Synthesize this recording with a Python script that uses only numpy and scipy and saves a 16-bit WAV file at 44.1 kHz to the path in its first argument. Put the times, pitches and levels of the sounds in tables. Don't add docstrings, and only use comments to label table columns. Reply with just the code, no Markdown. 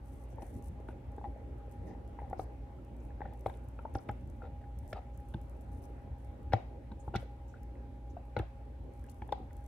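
import sys
import numpy as np
from scipy import signal
from scipy.fft import rfft, irfft, next_fast_len
from scipy.io import wavfile
from scipy.ndimage import uniform_filter1d

SR = 44100
rng = np.random.default_rng(int(sys.argv[2]) if len(sys.argv) > 2 else 0)


def wav_out(sig):
    wavfile.write(sys.argv[1], SR, np.round(np.clip(np.atleast_2d(sig).T, -1, 1) * 32767).astype(np.int16))


def field_ratio(decibels):
    return 10 ** (np.asarray(decibels, dtype=float) / 20)


N = 426447

PORT_LAG_SAMPLES = 4
TONGUE_PAN_DB = 16.5

# [hz, level_db, t60_s]
CRACK_MODES = [(2950, -6, 0.0031), (3520, 9.5, 0.0062), (3940, -29, 0.0032), (5300, 0, 0.0052),
               (6800, -6, 0.0023)]
# [start_s, level_db]
LIP_TICKS = [(0.4218, -53), (0.625, -52), (1.713, -55), (2.39, -65), (3.336, -55), (3.4092, -55),
             (3.47, -53), (3.6866, -54), (4.3, -56), (4.7885, -47), (4.878, -52), (5.1754, -51.5),
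             (5.2869, -56), (5.497, -56), (5.610, -56), (5.84, -53), (6.1843, -64), (6.2464, -56),
             (8.937, -59), (8.995, -59), (9.0998, -52), (9.2767, -59), (9.531, -55), (9.568, -52)]
# [start_s, level_db]
TONGUE_TICKS = [(0.8021, -63), (1.1184, -62), (1.1643, -58), (2.077, -61), (2.3, -54), (2.9654, -61),
                (3.5723, -57), (3.8222, -68), (3.94, -52), (4.114, -54), (4.2752, -61), (5.202, -57),
                (5.3408, -63), (5.415, -55.5), (5.7179, -61), (8.2544, -65), (9.0648, -60), (9.1441, -60)]


def evened(x):
    return x / np.sqrt(np.mean(x ** 2) + 1e-20)


def peak(x):
    return x / (abs(x).max() + 1e-20)


def read(points, hz):
    f, value = np.transpose(points)
    return np.interp(np.log(hz + 1), np.log(f + 1), value)


def smoothed(x, first, second, **axes):
    return uniform_filter1d(uniform_filter1d(x, size=first, **axes), size=second, **axes)


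def add(mix, start_s, sound):
    part = mix[:, round(start_s * SR):][:, :sound.shape[1]]
    part += sound[:, :part.shape[1]]


def band_noise(hz, width_hz, channels):
    n = next_fast_len(N)
    bell = 1 / (1 + (2 * (np.fft.rfftfreq(n, 1 / SR) - hz) / width_hz) ** 2)
    return evened(irfft(rfft(rng.standard_normal((channels, n))) * bell, n)[:, :N])


def ring(modes, t, rise_s):
    spot_db, detune = 2.2, 0.022
    total = np.zeros(len(t))
    for hz, level_db, t60_s in modes:
        a, b = rng.standard_normal(2)
        decay = field_ratio(level_db + spot_db * a - 60 * t / t60_s)
        total += decay * np.sin(2 * np.pi * hz * (1 + detune * b) * t)
    return peak(total * (1 - np.exp(-t / rise_s)) ** 2)


def hum():
    # [hz, width_hz, level_db]
    whine = [(58.5, 24, -56.5), (75.7, 17, -58.5), (251.3, 39, -69.5), (568, 110, -72), (818, 19, -66),
             (840, 160, -75.5)]
    motor_hz, motor_db = 58.74, -48.7
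    side_hz, side_db = (41.26, 46.0, 53.6), (-68, -66, -59.5)
    mains_hz, mains_db = 120.0 * np.arange(1, 3), (-58, -69)
    blade_hz, blade_db = 273.1 * np.arange(1, 4), (-67, -69.5, -71.5)
    tone_hz = [motor_hz, *side_hz, *mains_hz, *blade_hz]
    level = field_ratio(np.array([motor_db, *side_db, *mains_db, *blade_db]))
    t = (np.arange(N) - np.array([[PORT_LAG_SAMPLES], [0]])) / SR
    tones = sum(np.sqrt(2) * a * np.sin(2 * np.pi * (f * t + rng.random())) for f, a in zip(tone_hz, level))
    lines = sum(field_ratio(db) * band_noise(hz, width_hz, channels=1) for hz, width_hz, db in whine)
    return tones * field_ratio([[-0.3], [0.3]]) + lines * field_ratio([[0.6], [-0.6]])


def air():
    # [hz, level_db_per_hz]
    air_spectrum = [(15, -50), (25, -29), (66, 0.5), (133, -14), (173, -16), (260, -14.5), (445, -20),
                    (552, -21), (703, -25), (826, -28.5), (895, -25), (1080, -35), (2170, -39.5),
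                    (4750, -53.5), (15500, -61)]
    # [hz, likeness_0_to_1]
    likeness = [(60, 0.98), (300, 0.86), (800, 0.043), (1500, 0.026), (3000, 0.16), (6000, 0.013)]
    # [time_s, level_db]
    swell = [(0, 0), (1, 3), (1.8, 4), (2.6, 2.5), (4, 2), (4.8, -2), (5.9, 2), (7, -0.5), (8, -1.5),
             (9.67, 0.5)]
    frames, hz = N // 512 + 5, np.fft.rfftfreq(2048, 1 / SR)
    column_hz = hz[:, None]
    a, b, c, d, patches = rng.standard_normal((frames, 1025, 5)).T
    patches = evened(uniform_filter1d(uniform_filter1d(patches, size=20, axis=0), size=8, axis=1))
    same = np.clip(read(likeness, hz), -1, 1)[:, None]
    left, other = a + 1j * b, c + 1j * d
    z = np.array([left, same * left + np.sqrt(1 - same ** 2) * other])
    z *= field_ratio(read(air_spectrum, hz)[:, None] + 3.08 * patches / (1 + column_hz / 2500))
    low = 1 / (1 + (column_hz / 1500.0) ** 2)
    lumps = evened(smoothed(rng.standard_normal(frames), 8, 8))
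    swell_db = np.interp(np.arange(frames) * 512 / SR, *np.transpose(swell))
    z *= field_ratio(low * (swell_db + 0.31 * lumps))
    z[0] *= np.exp(-2j * np.pi * low * column_hz * PORT_LAG_SAMPLES / SR)
    return field_ratio(-49) * evened(signal.istft(z, nperseg=2048, noverlap=1536)[1][:, :N])


def rustle():
    # [start_s, length_s, level_db]
    strokes = [(0.02, 0.26, -74.5), (0.115, 0.051, -77), (0.28, 0.065, -79), (0.383, 0.24, -70),
               (0.63, 0.065, -69), (0.875, 0.053, -80), (1.579, .02, -79), (1.691, 0.064, -78),
               (1.855, 0.048, -78), (2.384, 0.064, -68), (3.003, 0.09, -83), (3.451, 0.066, -73),
               (3.51, 0.064, -80), (3.632, 0.029, -83), (3.939, 0.038, -70), (3.998, 0.055, -82),
               (4.409, 0.022, -87), (4.88, 0.047, -68), (5.28, 0.032, -77), (5.714, 0.1, -76.5),
               (5.814, 0.053, -71), (6.175, 0.064, -82), (7.03, 0.075, -82), (7.173, 0.072, -76),
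               (8.92, 0.11, -87), (9.093, 0.029, -65), (9.632, 0.058, -84)]
    # [hz, width_hz, level_db]
    hiss_bands = [(6000, 560, -10), (9600, 5700, 3.5), (13700, 3200, -8)]
    fizz_s, fizz_db = 0.1, -31.5
    grain = field_ratio(2.8 * evened(uniform_filter1d(rng.standard_normal(N), size=200)))
    pops = rng.exponential(1, N) * (rng.random(N) < 320 / SR)
    crackle = uniform_filter1d(pops, size=24) * 24
    hiss = sum(field_ratio(db) * band_noise(hz, width_hz, channels=2) for hz, width_hz, db in hiss_bands)
    envelope = np.full((1, N), field_ratio(-88.5))
    for start_s, length_s, level_db in strokes:
        add(envelope, start_s, field_ratio(level_db) * signal.windows.tukey(round(length_s * SR), 0.35)[None])
    fizz = np.exp(-np.arange(SR // 5) / (fizz_s * SR))[None]
    for start_s, level_db in LIP_TICKS + TONGUE_TICKS:
        add(envelope, start_s, field_ratio(level_db + fizz_db) * fizz)
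    rub = evened(hiss * grain * (1 + 0.6 * crackle))
    return rub * envelope * field_ratio([[0.3], [-16.0]])


def ticks():
    # [start_s, level_db]
    splinters = [(0.3591, -59), (2.8489, -57), (4.0881, -55), (4.9292, -49), (6.5318, -48), (6.997, -66),
                 (7.1586, -41), (7.4826, -59), (7.6324, -49.5), (8.1035, -62), (8.3905, -46.5),
                 (8.8393, -61), (9.0409, -52), (9.324, -49)]
    # [start_s, level_db]
    further_tongue_ticks = [(.0588, -58), (.3032, -62), (.4125, -59), (1.8696, -63), (3.0515, -62), (3.3947, -58),
                            (3.5458, -65), (3.6416, -62), (4.0168, -61), (5.1452, -65), (5.617, -58), (5.688, -64),
                            (5.7324, -65), (5.8875, -66), (6.4308, -62), (8.975, -63), (9.013, -61), (9.186, -63),
                            (9.3861, -66), (9.6415, -60), (9.663, -53.5)]
    out, t = np.zeros((2, N)), np.arange(400) / SR
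    bright = signal.butter(N=2, Wn=[6300, 14000], btype="band", fs=SR, output="sos")
    places = [(LIP_TICKS, 18), (TONGUE_TICKS, TONGUE_PAN_DB), (splinters, -3), (further_tongue_ticks, TONGUE_PAN_DB)]
    for rows, pan_db in places:
        port_db = np.array([[0.4], [-0.6]]) * pan_db
        for start_s, level_db in rows:
            snap = signal.sosfilt(bright, rng.standard_normal((2, len(t))) * np.exp(-t / 0.0013))
            add(out, start_s, field_ratio(level_db - 3.0 + port_db) * snap / abs(snap).max())
    return out


def puffs():
    # [start_s, length_s, hz, level_db]
    nose_puffs = [
        (0.298, 0.13, 6540, -82),
        (1.868, 0.14, 5800, -79),
        (2.368, 0.17, 5100, -74.5),
        (3, .03, 6530, -82),
        (5.133, 0.1, 7000, -84),
        (5.837, 0.054, 5900, -79),
        (6.993, 0.082, 7800, -71),
        (7.473, 0.14, 6800, -79),
        (8.096, 0.06, 6370, -79),
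        (9.085, 0.087, 6400, -77),
    ]
    out = np.zeros((2, N))
    for start_s, length_s, hz, level_db in nose_puffs:
        u = np.arange(round(length_s * SR)) / (length_s * SR)
        band = signal.butter(N=3, Wn=[hz * 0.81, hz * 1.15], btype="band", fs=SR, output="sos")
        breath = evened(signal.sosfilt(band, rng.standard_normal((2, 8000))))[:, :len(u)]
        add(out, start_s, field_ratio(level_db + np.array([[-1.5], [5.0]])) * breath * peak(u * np.exp(-u / 0.13)))
    return out


def rings():
    # [start_s, level_db, pitch_hz]
    hollow_knocks = [(0.3274, -49, 520), (0.4282, -40.5, 303), (0.8004, -44, 422), (0.8872, -40, 340),
                     (0.8877, -49, 635), (1.18, -41.5, 430), (1.3601, -46.5, 630), (1.6794, -49, 500),
                     (1.9098, -53, 432), (2.2166, -45, 540), (3.2044, -41.5, 390), (3.2593, -44, 580),
                     (3.4598, -29.5, 540), (3.4778, -43, 384), (3.7891, -46.5, 540), (3.8499, -38.5, 600),
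                     (3.9736, -47, 500), (4.4491, -61, 455), (4.929, -34.5, 610), (4.9604, -52, 467),
                     (5.3385, -49, 610), (6.0749, -52, 448), (6.5638, -48, 510), (7.0766, -44, 382),
                     (7.1404, -36, 574), (7.2268, -44, 540), (8.3652, -28, 517), (8.3786, -53, 446),
                     (8.3951, -32, 390), (8.43, -45, 614), (9.3225, -29.5, 540), (9.3998, -44, 405),
                     (2.328, -38.5, 520),
        (2.393, -35, 477),
        (6.5338, -24.5, 556),
        (7.154, -37.5, 390),
    ]
    # [start_s, level_db, pitch_hz]
    toy_rings = [(0.3824, -36.5, 875), (0.4205, -37, 780), (0.4293, -41, 804), (0.8862, -39.5, 890),
                 (1.1806, -35.5, 820), (1.212, -39.5, 820), (1.2405, -31.5, 820), (1.2475, -34.5, 820),
                 (1.9483, -49, 820), (2.187, -36, 894), (2.2177, -39, 804), (2.31, -39, 800),
                 (2.3289, -26.5, 770), (2.3938, -26.5, 760), (2.4138, -42, 804), (3.2055, -38, 820),
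                 (3.2164, -30.5, 820), (3.2543, -37.5, 774), (3.3247, -42, 820), (3.4609, -22, 780),
                 (3.4838, -42, 750), (3.4973, -38.5, 860), (3.7911, -41.5, 910), (3.8525, -29, 884),
                 (3.8729, -48, 875), (3.9528, -30, 820), (4.0934, -30.5, 820), (4.1139, -47, 810),
                 (4.4192, -42, 790), (4.4416, -48, 770), (4.4621, -50, 750), (4.948, -45, 786),
                 (4.9585, -47, 820), (4.9694, -36, 740), (4.9849, -37.5, 754), (4.9989, -52, 790),
                 (5.3426, -37.5, 860), (6.5344, -15.5, 794), (6.5703, -50, 840), (6.917, -44, 906),
                 (7.0782, -33.5, 840), (7.141, -33.5, 820), (7.1497, -27, 780), (8.1667, -31.5, 697),
                 (8.1921, -49, 714), (8.3657, -27, 840), (8.3972, -31, 793), (9.2203, -33.5, 840),
                 (9.2896, -36.5, 840), (9.324, -19, 820)]
    # [start_s, level_db, pitch_hz]
    molar_rings = [(0.8857, -47, 1450), (0.9062, -57, 1480), (1.1821, -57, 1570), (2.332, -48, 1390),
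                   (2.395, -42.5, 1270), (2.7869, -60, 1320), (3.2167, -50, 1550), (3.2524, -52, 1450),
                   (3.4813, -60, 1590), (3.4955, -52, 1600), (3.7896, -45, 1350), (3.8086, -60, 1460),
                   (3.954, -43, 1390), (3.99, -53, 1350), (4.0909, -38, 1300), (4.1089, -55, 1440),
                   (4.4192, -46, 1380), (4.4394, -51, 1390), (4.4526, -54, 1410), (4.6396, -61, 1510),
                   (4.927, -40, 1370), (4.943, -57, 1370), (4.959, -51, 1200), (4.9778, -48, 1270),
                   (5.3402, -46.5, 1540), (6.5337, -32, 1380), (6.5529, -57, 1590), (6.5623, -62, 1510),
                   (6.9155, -58, 1530), (7.0774, -50, 1340), (7.142, -39.5, 1400), (7.152, -32.5, 1380),
                   (7.1764, -65, 1570), (7.183, -63, 1620), (7.54, -47.5, 1440), (7.5591, -58, 1520),
                   (8.1722, -58, 1550), (8.3656, -33, 1440), (8.3842, -47, 1400), (8.3963, -44, 1300),
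                   (8.4056, -54, 1590), (8.4136, -53, 1360), (9.0412, -58.5, 1640), (9.3272, -49, 1550),
                   (9.5081, -64, 1470)]
    # [start_s,
    # level_db, pitch_hz]
    fang_rings = [(0.4198, -58, 1930), (0.4203, -63, 2450), (0.8862, -58.5, 2200), (1.242, -51, 1900),
                  (1.9109, -58, 1940), (2.1907, -52.5, 1960), (2.1917, -55, 1630), (2.2012, -56, 2020),
                  (2.3297, -48.5, 1920), (2.3938, -57, 2200), (3.105, -57, 1700), (3.206, -51, 1650),
                  (3.2164, -45.5, 1900), (3.2575, -50, 1800), (3.46, -45.5, 2160), (3.4973, -55, 2050),
                  (3.79, -56.5, 2530), (3.8504, -65, 1870), (3.9498, -59, 2660), (3.95, -44, 1690),
                  (4.09, -45, 2260), (4.094, -42.5, 1690), (4.1084, -56, 2050), (4.64, -62, 1860),
                  (4.929, -41, 1740), (4.9288, -48, 2250), (4.9814, -62, 2050), (5.198, -61, 1830),
                  (5.3401, -54.5, 2840), (6.523, -63, 2560), (6.5316, -50, 2860), (6.5342, -31.5, 1900),
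                  (6.5529, -57, 2000), (6.5663, -52, 1980), (7.143, -50, 2780), (7.15, -52, 2440),
                  (7.1584, -47, 2560), (7.1799, -61, 2840), (7.7543, -62, 2000), (8.173, -67, 2700),
                  (8.3652, -38, 2090), (8.3762, -65, 2390), (8.3767, -62, 1830), (8.39, -44, 2630),
                  (8.3947, -42, 1690), (9.0871, -62, 2780), (9.2193, -48.5, 2250), (9.2207, -50, 1720),
                  (9.2903, -55, 1700), (9.3231, -53, 2430), (9.507, -57, 1920),
                  (3.4612, -39, 1270),
        (3.538, -68, 3700),
        (8.396, -52, 3400),
    ]
    # [start_s, level_db, pitch_hz]
    chip_rings = [(0.4209, -62, 5600), (2.3954, -68, 3420), (2.3975, -58, 3920), (2.4074, -66, 6100),
                  (3.461, -52, 3400), (3.4683, -57, 3900), (3.498, -57, 3640), (3.951, -58, 6000),
                  (3.9519, -53, 3450), (3.9524, -57, 4760), (3.9529, -56, 5300), (3.9848, -58, 5340),
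                  (3.9853, -64, 4540), (4.093, -63, 5500), (4.094, -55, 3170), (4.788, -66, 5700),
                  (4.9302, -53, 5330), (4.9302, -51, 3280), (4.9312, -57, 4300), (4.932, -58, 3880),
                  (4.9686, -64, 4610), (5.3424, -61, 4500), (5.3433, -50, 3530), (6.5231, -61, 4520),
                  (6.5326, -62, 6340), (6.532, -50, 5400), (6.5341, -54, 4860), (6.5347, -45, 3320),
                  (6.5348, -40.5, 3960), (6.552, -66, 3340), (6.9182, -57.5, 3830), (7.1447, -61, 3750),
                  (7.1512, -62, 4500), (7.1522, -50, 3530), (7.1606, -49, 5340), (7.1606, -54, 6030),
                  (7.163, -47, 4350), (7.1638, -42, 3530), (7.1664, -45, 4010), (7.168, -53, 5540),
                  (7.172, -51, 3850), (8.365, -67, 5250), (8.3673, -42.5, 4010), (8.3893, -67, 6200),
                  (8.392, -47, 3550), (9.096, -63, 4370), (9.22, -60, 3230), (9.2914, -60, 3420),
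                  (9.3232, -56, 4610), (9.3232, -66, 5840), (9.3242, -69, 5400), (9.324, -69, 6300),
                  (9.3247, -39, 3570)]
    # [rise_s, t60_s, left_right_db, level_db, room_share_of_ring_time]
    ring_shapes = [
        (0.0011, 0.017, 3.5, 3.5, 0.4),
        (0.0011, 0.033, 4, -4, 0.59),
        (0.00062, 0.033, 2.5, -1.5, 0.28),
        (0.00027, 0.017, 0, 0, 0.22),
        (0.00035, 0.013, -3.5, -2, 0.18),
    ]
    punch, punch_s = 0.48, 0.0028
    low_lag_s = 0.00053
    sideways_hz = 4600

    near, far, t = np.zeros((2, N)), np.zeros((2, N)), np.arange(2500) / SR

    def envelope(u, rise_s, t60_s):
        onset = (1 - np.exp(-u / rise_s)) ** 2
        return peak((1 + punch * np.exp(-(u / punch_s) ** 2)) * field_ratio(-60 * u / t60_s) * onset)

    parts = [hollow_knocks, toy_rings, molar_rings, fang_rings, chip_rings]
    for rows, (rise_s, t60_s, pan_db, part_db, share) in zip(parts, ring_shapes):
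        full, brief = envelope(t, rise_s, t60_s), envelope(t / share, rise_s, t60_s)
        port_db = part_db + np.array([[0.5], [-0.5]]) * pan_db
        for start_s, level_db, hz in rows:
            rough = smoothed(rng.standard_normal((2, len(t))), 50, 37)
            phase = 2 * np.pi * hz * t
            skew = rng.choice([-1, 1]) * hz / sideways_hz * np.array([[1], [-1]])
            tone = field_ratio(level_db + port_db) * (np.sin(phase) + skew * np.cos(phase))
            at_s = start_s + low_lag_s * (hz < 1000)
            add(near, at_s, (1 + 0.2 * evened(rough)) * full * tone)
            add(far, at_s, brief * tone / np.sqrt(share))
    return near, far


def knocks():
    # [hz, level_db, t60_s]
    thump_modes = [(84, -2, 0.067), (114.2, -0.5, 0.14), (182.7, -1.5, 0.067), (336, -5.5, 0.057)]
    # [start_s, level_db, pitch_hz]
    floor_knocks = [(0.334, -43.5, 120), (3.459, -39, 88), (3.949, -35.5, 88), (3.952, -34.5, 286),
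                    (4.091, -35, 98), (4.929, -42, 102), (5.3449, -32, 140), (6.535, -26, 108),
                    (6.914, -42.5, 203), (7.079, -37.5, 87), (7.152, -35.5, 94), (7.152, -35.5, 189),
                    (8.37, -34, 111), (8.397, -32.5, 97), (9.215, -39.5, 86)]
    out, t = np.zeros((2, N)), np.arange(8000) / SR
    for start_s, level_db, hz in floor_knocks:
        boom = ring(thump_modes + [(hz, 2.5, 0.08)], t, rise_s=0.0018)
        add(out, start_s, -field_ratio(level_db + 3.5) * boom[None])
    return out


def tooth_modes(hz):
    return [(hz, 0, 0.018), (1400, -9, 0.014), (1720, -7, 0.01), (1950, -2, 0.009), (2400, -7, 0.008)]


def scrapes():
    # [hz, level_db, t60_s]
    toy_modes = [(712, -7, 0.084), (799, 5, 0.099)]
    # [hz, level_db, t60_s]
    hollow_modes = [(540, 25.5, 0.0082)]
    # [start_s, length_s, level_db, tooth_rel_db, tooth_hz]
    drags = [(0.353, 0.13, -60, -10, 1850), (.89, 0.052, -65, -1, 1420), (1.235, 0.026, -50, -11.5, 1860),
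             (1.847, 0.11, -59.5, -7.5, 1970), (2.169, 0.17, -57, -13, 1930),
             (3.192, 0.17, -59.5, -8, 1770), (4.416, 0.07, -55, -9, 1450), (4.602, 0.057, -63, -7, 1750),
             (4.94, 0.064, -54.5, -2.5, 1300), (3.947, 0.0072, -45.5, -19, 1380),
             (4.086, 0.0069, -44.5, -7, 1690), (6.521, 0.013, -43.5, -1, 1520),
             (7.137, 0.0077, -44, -18, 1530), (7.543, 0.048, -69, 5, 1520), (8.37, 0.026, -48.5, -6, 1370),
             (9.33, 0.14, -61.5, -29, 1390)]
    out, t = np.zeros((2, N)), np.arange(1500) / SR
    grit_modes = [(hz, mode_db - 15, t60_s) for hz, mode_db, t60_s in CRACK_MODES[:3]]
    for start_s, length_s, level_db, tooth_db, tooth_hz in drags:
        n = round(length_s * SR)
        size, place = rng.standard_normal((2, 8000))[:, :n]
        slips = size * (abs(place) < 0.045) * signal.windows.tukey(n, 0.4)
        body = ring(toy_modes + hollow_modes, t, rise_s=0.0019)
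        tooth = ring(tooth_modes(tooth_hz) + grit_modes, t, rise_s=0.00012)
        stroke = evened(np.convolve(slips, body + field_ratio(tooth_db) * tooth))
        add(out, start_s, field_ratio(level_db + np.array([[1.4], [-1.4]])) * stroke)
    return out


def chips(rate_hz, length_s):
    t = np.arange(3000) / SR
    size, place = rng.standard_normal((2, len(t)))
    return size * (abs(place) < rate_hz / SR) * t / length_s * np.exp(-t / length_s)


def bites():
    # [start_s, level_db]
    crunches = [(.421, -51), (.887, -50), (1.241, -59), (2.394, -47), (3.461, -40), (3.497, -54),
                (3.539, -51), (3.952, -42), (3.985, -52), (4.09, -48.5), (4.929, -37), (4.97, -59),
                (5.339, -44), (6.534, -31), (6.916, -51.5), (7.142, -46), (7.151, -36), (7.157, -27.5),
                (7.162, -44), (7.17, -50), (7.219, -50), (8.366, -34.5), (8.389, -40), (8.396, -48),
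                (9.219, -51), (9.322, -32)]
    crunch_db, snap_db, snap_s = -12, -9, 0.0031
    out, t = np.zeros((2, N)), np.arange(3000) / SR
    broad = signal.butter(N=2, Wn=[900, 3200], btype="band", fs=SR, output="sos")
    port_db = np.array([[-1.4], [0.6]])
    for start_s, level_db in crunches:
        grit = ring(CRACK_MODES, t[:600], rise_s=0.0001)
        shared, left, right = (np.convolve(chips(9800, 0.00086), grit)[:len(t)] for _ in range(3))
        crack = peak(shared + 3.1 * np.array([left, right]))
        snap = signal.sosfilt(broad, rng.standard_normal(len(t)) * t * np.exp(-t / snap_s))
        add(out, start_s, field_ratio(level_db + snap_db) * peak(snap)[None])
        add(out, start_s - 0.001, field_ratio(level_db + crunch_db + port_db) * crack)
    return out


def room(x):
    # [hz, t60_s, level_db]
    room_bands = [(99, 0.038, -3), (820, 0.31, -11.5), (1520, 0.54, -12.5), (2490, 0.39, -8),
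                  (4100, 0.47, -13.5), (7000, 0.45, -12.5)]
    taps = np.zeros((2, SR // 2))
    at = np.arange(300, SR // 2 - 20, 20)
    at = at + rng.integers(0, 20, (2, len(at)))
    np.put_along_axis(taps, at, rng.choice([-1., 1.], at.shape), 1)
    hz, t, z = signal.stft(taps, SR, nperseg=256)
    t60_s, level_db = (read(np.array(room_bands)[:, [0, k]], hz)[:, None] for k in (1, 2))
    decay = field_ratio(-60 * t / t60_s)
    decay = decay / np.linalg.norm(decay, axis=1, keepdims=True) / np.sqrt(128 / 20)
    echoes = signal.istft(z * decay * field_ratio(level_db), SR, nperseg=256)[1]
    return signal.fftconvolve(x, echoes, axes=1)[:, :N]


def scene():
    chew = bites() + knocks() + scrapes()
    chew = chew - 0.98 * signal.lfilter(*signal.iirpeak(1110.0, 4.5, fs=SR), chew)
    direct, spread = rings()
    near = direct + np.array([chew[0], np.roll(chew[1], PORT_LAG_SAMPLES // 2)])
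    return near + room(chew + spread) + ticks() + rustle() + puffs() + hum() + air()


def roll_off(x):
    return signal.sosfilt(signal.butter(12, 16310, fs=SR, output="sos"), x)


def record(dry):
    low_cut = signal.butter(N=3, Wn=40.0, btype="high", fs=SR, output="sos")
    top_cut = signal.firwin(1023, 15700, fs=SR)
    heard = signal.oaconvolve(signal.sosfilt(low_cut, dry), top_cut[None], "same")
    return roll_off(heard)


dry = scene()
out = record(dry)
wav_out(out)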